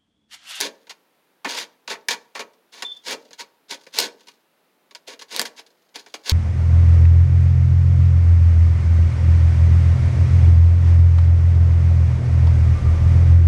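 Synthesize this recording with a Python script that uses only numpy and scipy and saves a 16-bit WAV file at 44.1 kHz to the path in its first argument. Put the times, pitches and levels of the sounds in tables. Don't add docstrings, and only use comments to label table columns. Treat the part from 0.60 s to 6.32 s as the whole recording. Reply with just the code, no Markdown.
import sys
import numpy as np
from scipy import signal
from scipy.fft import rfft, irfft, next_fast_len
from scipy.io import wavfile
from scipy.ndimage import map_coordinates

SR = 44100
rng = np.random.default_rng(int(sys.argv[2]) if len(sys.argv) > 2 else 0)


def master(y):
    cut = np.clip(np.atleast_2d(y).T, -1, 1)
    pcm = np.round(cut * 32767)
    wavfile.write(sys.argv[1], SR, pcm.astype(np.int16))


N = 252252
TIME = np.arange(N) / SR


def amp(db):
    return 10 ** (np.asarray(db) / 20)


def unit(x):
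    return x / np.sqrt(np.mean(x ** 2) + 1e-20)


def along(points, hz):
    known_hz, values = np.transpose(points)
    return np.interp(np.log(hz + 1), np.log(known_hz + 1), values)


def wobble(rate):
    return map_coordinates(rng.standard_normal(int(N * rate / SR) + 4), [TIME * rate])


def filtered(x, response):
    size = next_fast_len(N + SR // 2)
    return irfft(rfft(x, size) * response(np.fft.rfftfreq(size, 1 / SR)), size)[:N]


def convolved(x, ring):
    return signal.fftconvolve(x, ring / np.linalg.norm(ring))[:N]


def coloured(x, spectrum, size=2048):
    cepstrum = irfft(np.log(amp(along(spectrum, np.fft.rfftfreq(size, 1 / SR)))))
    cepstrum[1:size // 2] *= 2
    cepstrum[size // 2 + 1:] = 0
    return convolved(x, irfft(np.exp(rfft(cepstrum))))


def resonate(force, modes):
    t = np.arange(SR // 4) / SR
    ring = sum((-1) ** k * amp(db) * width * np.exp(-np.pi * width * t) * np.cos(2 * np.pi * hz * t)
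               for k, (hz, width, db) in enumerate(modes))
    return convolved(force, ring)


def grit(per_second, spread_db, clump_db, clump_hz):
    slips = (rng.random(N) < per_second / SR) * rng.standard_normal(N)
    return unit(slips * amp(spread_db * rng.standard_normal(N) + clump_db * wobble(clump_hz)))


# frequency in Hz, relative level in dB.
HUSH_SPECTRUM = [(25, -32.5), (60, -38.5), (100, -25), (160, -11.5), (230, -7.5), (450, -6), (750, -9.5),
                 (1500, -13), (4000, -19.5), (5800, -25.5), (8000, -28), (12000, -24), (16000, -26)]
def room_hush(level_db):
    return amp(level_db) * unit(filtered(rng.standard_normal(N), lambda hz: amp(along(HUSH_SPECTRUM, hz))))


# frequency in Hz, seconds to fade by 60 dB (called t60).
ECHO_FADE = [(150, 0.47), (500, 0.44), (2000, 0.31), (5000, 0.32), (12000, 0.19)]
# frequency in Hz, gain in dB.
ECHO_GAIN = [(150, -11), (500, -10.5), (1200, -15.5), (4000, -25.5), (12000, -21.5)]
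def room_echo(sound):
    hz, t, noise = signal.stft(rng.standard_normal(SR), SR, nperseg=256)
    t60 = along(ECHO_FADE, hz)[:, None]
    tail = signal.istft(noise * amp(-60 * t / t60) / np.sqrt(t60), SR, nperseg=256)[1]
    tail *= 1 - np.exp(-np.arange(len(tail)) / SR / 0.012)
    return filtered(convolved(sound, tail), lambda f: amp(along(ECHO_GAIN, f)))


def near_echoes(sound, level_db, t60):
    t = np.arange(SR // 8) / SR
    flurry = rng.standard_normal(len(t)) * amp(-60 * t / t60) * (t > .0015)
    return amp(level_db) * convolved(sound, flurry)


# start and end in seconds, relative level in dB.
STIR_SPANS = [(0.121, .27, -73), (2.202, 2.437, -57), (2.546, 2.737, -62.5), (3.15, 3.343, -58),
              (3.548, 3.848, -66.5), (5.09, 5.357, -71), (5.414, 5.647, -57.5)]
def trickle(force, level_db, settle_s, stir_db):
    keep = np.exp(-1 / (settle_s * SR))
    loosened = np.sqrt(signal.lfilter([1 - keep], [1, -keep], force ** 2))
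    stirred = np.zeros(N)
    for start, end, db in STIR_SPANS:
        stirred += amp(db + stir_db) * np.sqrt(np.interp(TIME, [start, (start + end) / 2, end], [0, 1, 0]))
    slips = grit(per_second=3300, spread_db=2.5, clump_db=5, clump_hz=120)
    return (amp(level_db) * loosened + stirred) * slips


# start and length in seconds, level in dB.
SQUEAK_BURSTS = [(2.252, 0.013, -34.5), (2.284, 0.018, -40.5), (2.308, 0.01, -36), (2.362, .006, -50.5)]
def squeak(pitch_hz, waver_hz, flutter_db, chatter_hz, chatter_db, ring_db):
    def loudness(fall_db_per_s, rise_db_per_s=2401):
        bursts = []
        for start, length, db in SQUEAK_BURSTS:
            before_db = rise_db_per_s * np.maximum(start - TIME, 0)
            after_db = fall_db_per_s * np.maximum(TIME - start - length, 0)
            bursts.append(amp(db - np.minimum(before_db + after_db, 150)))
        return np.max(bursts, axis=0)

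    pitch = pitch_hz + waver_hz * wobble(400)
    whistle = np.sqrt(2) * np.sin(2 * np.pi * np.cumsum(pitch) / SR) * amp(flutter_db * wobble(170))
    chatter = unit(filtered(rng.standard_normal(N), lambda hz: np.exp(-((hz - chatter_hz) / 190) ** 2)))
    lingering = amp(ring_db) * whistle + amp(chatter_db) * chatter
    return loudness(fall_db_per_s=1000) * whistle + loudness(fall_db_per_s=180) * lingering


# pitch in Hz, width in Hz, relative level in dB.
TRAY_MODES = [(184, 78, -9.5), (237, 59, -6), (308, 30, 1), (375, 92, -3), (458.8, 52, 3), (570.6, 79, 0.5),
              (678, 110, -4)]
def tray_thrum(force):
    flex_samples = .002 * SR * wobble(9)
    return np.interp(np.arange(N) + flex_samples, np.arange(N), resonate(force, TRAY_MODES))


# pitch in Hz, width in Hz, relative level in dB.
STICK_MODES = [(798, 250, -7), (949, 70, 1.5), (1095, 96, -3.5), (1403, 300, -7), (1768.5, 93, 3.5),
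               (1823, 165, 2.5), (2320, 89, -2), (2435, 72, -1), (2920, 120, -6.5), (3017, 90, -9)]
def stick_ring(force):
    return resonate(force, STICK_MODES)


# time in seconds, relative level in dB, favoured pitch in Hz.
KNOCK_HITS = [(0.846, -26, 1070), (1.277, -34, 2290), (1.305, -33.5, 2280), (1.486, -16, 2044),
              (1.507, -26, 2300), (1.795, -33.5, 460), (2.222, -37, 1800), (2.53, -39.5, 298),
              (4.795, -21.5, 1780), (4.797, -31.5, 450), (4.8, -34.5, 272), (5.541, -38.5, 575),
              (5.547, -44, 318)]
def knocks(level_db, attack_s, blur, reach_octaves, ring_stretch):
    t, sound = np.arange(SR // 4) / SR, np.zeros(N + SR)
    hz, width, _ = np.transpose(TRAY_MODES + STICK_MODES)[:, :, None]
    fade = np.exp(-np.pi * width * t / ring_stretch) * (1 - np.exp(-t / attack_s))
    for start, db, favoured_hz in KNOCK_HITS:
        weight = np.exp(-(np.log2(hz / favoured_hz) / reach_octaves) ** 2)
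        rattle = np.cumsum(rng.normal(0, blur, fade.shape), axis=1) * hz / 1000
        phase = 2 * np.pi * hz * t + rattle + rng.uniform(0, 2 * np.pi, hz.shape)
        ring = np.sum(weight * fade * np.sin(phase), axis=0)
        sound[round(start * SR):][:len(t)] += amp(db + level_db) * ring / np.linalg.norm(weight)
    return sound[:N]


# frequency in Hz, gain in dB.
BASS_LOSS = [(25, -36), (60, -26.5), (100, -11.5), (170, 0)]
def radiate(vibration):
    return filtered(vibration, lambda hz: amp(along(BASS_LOSS, hz)))


# time in seconds, relative level in dB.
CRACK_HITS = [(0.0034, -8.5), (0.01, -3.5), (0.9865, -18), (1.484, -10.5), (2.3734, -41), (2.5101, -15),
              (3.3867, 3.5), (3.3983, -9), (3.4018, -3), (4.7624, -7.5), (4.794, -1), (4.8147, -5.5),
              (5.695, -2)]
# frequency in Hz, relative level in dB.
CRACK_SPECTRUM = [(40, -22), (150, -16.5), (300, -10), (1000, -6.5), (2800, -9), (4200, 4.5), (6700, -0.5),
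                  (8000, -6.5), (11000, -7), (16000, -17.5)]
def cracks(level_db, t60):
    t, bursts = np.arange(SR // 50) / SR, np.zeros(N + SR)
    for start, db in CRACK_HITS:
        burst = amp(db + level_db - 60 * t / t60) * rng.choice([-1, 1], len(t))
        bursts[round((start + .001) * SR):][:len(t)] += burst
    return coloured(bursts[:N], CRACK_SPECTRUM)


# frequency in Hz, relative level in dB.
RASP_SPECTRUM = [(300, -35.5), (1500, -4.5), (2500, -8), (3000, -3), (3350, -0.5), (4300, 0.5), (5100, -1),
                 (5500, -5.5), (6700, -4), (7800, -14), (10500, -16.5), (13000, -23.5), (16000, -30)]
def rasp(force):
    return coloured(force, RASP_SPECTRUM)


# time in seconds, relative level in dB, extra dB for stick and for tray.
JAB_HITS = [(0.2683, -41, -9, -6.5), (0.294, -22.5, -16, -25.5), (0.3049, -28, -10, -23.5),
            (0.8449, -19.5, -15, 0.5), (1.2758, -19.5, -11.5, -11), (1.4844, -6.5, -18, -22),
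            (1.5069, -12, -20, -27), (1.7498, -24.5, -6.5, -14), (1.7927, -19.5, -13, -14),
            (1.933, -49.5, -22, -21), (2.2216, -14.5, -11.5, -19.5), (2.4607, -33.5, -20, -12.5),
            (2.65, -44, -22, -3.5), (2.7067, -36, -14, -8.5), (2.73, -30, -20.5, -26),
            (2.805, -22, -19, -30), (3.1079, -16, -24.5, -22.5), (3.1434, -25.5, -17.5, -18),
            (3.265, -32.5, -11, -8.5), (3.3372, -28, -16.5, -12), (3.6057, -40, -13, -15),
            (3.6698, -34.5, -17, -12), (3.6822, -31.5, -14, -22), (4.3085, -37, -12.5, -15),
            (4.348, -24.5, -15.5, -19), (4.591, -27, -19.5, -18), (4.6118, -30, -10, -14),
            (4.619, -27.5, -19, -20), (4.8528, -17, -22, -31), (4.9935, -32, -19, -26),
            (5.0627, -38.5, -20, -17.5), (5.103, -48.5, -19, -8), (5.3558, -21.5, -19, -30),
            (5.461, -34.5, -7.5, -7.5), (5.5392, -18, -11.5, -21.5)]
def jabs(grain_db, stick_db, tray_db, bite_db, t60):
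    t, forces = np.arange(SR // 3) / SR, np.zeros((3, N + SR))
    onset = np.interp(t, [.0007, .0018], [0, 1])
    bite = 1 + amp(bite_db - 60 * t / 0.028)
    crunch = amp(-60 * t / t60) * onset * bite
    for start, db, stick, tray in JAB_HITS:
        first = round(start * SR)
        shares = amp([[grain_db], [stick + stick_db], [tray + tray_db]])
        forces[:, first:first + len(t)] += amp(db) * shares * crunch
    return forces[:, :N] * grit(per_second=21000, spread_db=2.5, clump_db=1, clump_hz=420)


# times of touch, full grip and letting go in seconds, relative levels
# at grip and at letting go in dB, extra dB for stick and for tray.
SCRAPE_STROKES = [(0, 0.002, 0.064, -25, -28, -10.5, -8.5), (0.845, 0.848, 0.868, -30, -38, 5.5, -2),
                  (0.849, 0.893, 0.95, -28, -31.5, -8.5, -14),
                  (0.927, 0.978, 1.0324, -25.5, -33.5, -8.5, -15.5),
                  (1.275, 1.301, 1.3315, -27.5, -30, -3.5, -9.5),
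                  (1.486, 1.507, 1.536, -23, -28.5, -7, -13), (1.747, 1.756, 1.775, -33, -38, -2.5, -7),
                  (1.781, 1.807, 1.816, -30.5, -38, -2, -1.5),
                  (2.116, 2.128, 2.212, -42.5, -45.5, -7.5, -11),
                  (2.436, 2.47, 2.53, -30.5, -26.5, -8.5, -9.5), (2.777, 2.796, 2.816, -32, -36, -7.5, -13),
                  (3.084, 3.112, 3.136, -30, -34, -9, -11), (3.321, 3.341, 3.379, -35.5, -25.5, -10, -11.5),
                  (3.376, 3.388, 3.4634, -21, -29.5, -11.5, -9.5),
                  (4.467, 4.476, 4.537, -36, -44.5, -8, -8.5), (4.681, 4.724, 4.79, -33, -31, -9.5, -10),
                  (4.79, 4.796, 4.82, -29, -29, -8.5, -9), (4.848, 4.854, 4.87, -31, -36, -8.5, -12.5),
                  (4.954, 4.974, 4.994, -43.5, -40, -9.5, -14.5),
                  (5.342, 5.357, 5.346, -27.5, -28, -5.5, -11), (5.37, 5.385, 5.402, -45, -43, -17, -15),
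                  (5.636, 5.667, 5.72, -29.5, -26, -9.5, -13)]
def scrapes(grain_db, stick_db, tray_db, rise_db):
    fades_db_per_s = (740, 600, 450)
    power = np.zeros((3, N))
    for touch, grip, let_go, first_db, last_db, stick, tray in SCRAPE_STROKES:
        active = (TIME >= touch) & (TIME < let_go + .5)
        t = TIME[active]
        progress = np.interp(t, [grip, let_go], [0, 1])
        slack = np.interp(t, [touch, grip], [1, 0])
        level_db = first_db + (last_db - first_db) * progress - rise_db * slack
        depth = progress - .5
        shares_db = (grain_db, stick + stick_db + 2.5 * depth, tray + tray_db + 2 * depth)
        for row, share, fade in zip(power, shares_db, fades_db_per_s):
            row[active] += amp(level_db + share - fade * np.maximum(t - let_go, 0)) ** 2
    return np.sqrt(power) * grit(per_second=18000, spread_db=2, clump_db=1.58, clump_hz=260)


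def scene():
    forces = scrapes(grain_db=-2, stick_db=2, tray_db=-1.5, rise_db=25)
    forces += jabs(grain_db=-11, stick_db=-1, tray_db=-5, bite_db=-3.5, t60=0.069)
    on_grains, on_stick, on_tray = forces
    on_grains += trickle(on_grains, level_db=-35, settle_s=0.046, stir_db=-0.5)
    vibration = stick_ring(on_stick) + tray_thrum(on_tray)
    vibration += knocks(level_db=3.5, attack_s=0.00045, blur=.035, reach_octaves=.27, ring_stretch=2.15)
    direct = rasp(on_grains) + radiate(vibration) + cracks(level_db=-5, t60=.007)
    direct += squeak(pitch_hz=3525, waver_hz=21.4, flutter_db=4,
                     chatter_hz=3340, chatter_db=-12.5, ring_db=-16)
    close = direct + near_echoes(direct, level_db=-9, t60=0.064)
    return (close + room_echo(close) + room_hush(level_db=-65))[None]


def record(dry):
    ceiling, top_hz = .78, 16100
    rounded = dry[0] / (1 + (dry[0] / ceiling) ** 4) ** .25
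    return filtered(rounded, lambda hz: hz < top_hz)[None]


dry = scene()
out = record(dry)
master(out)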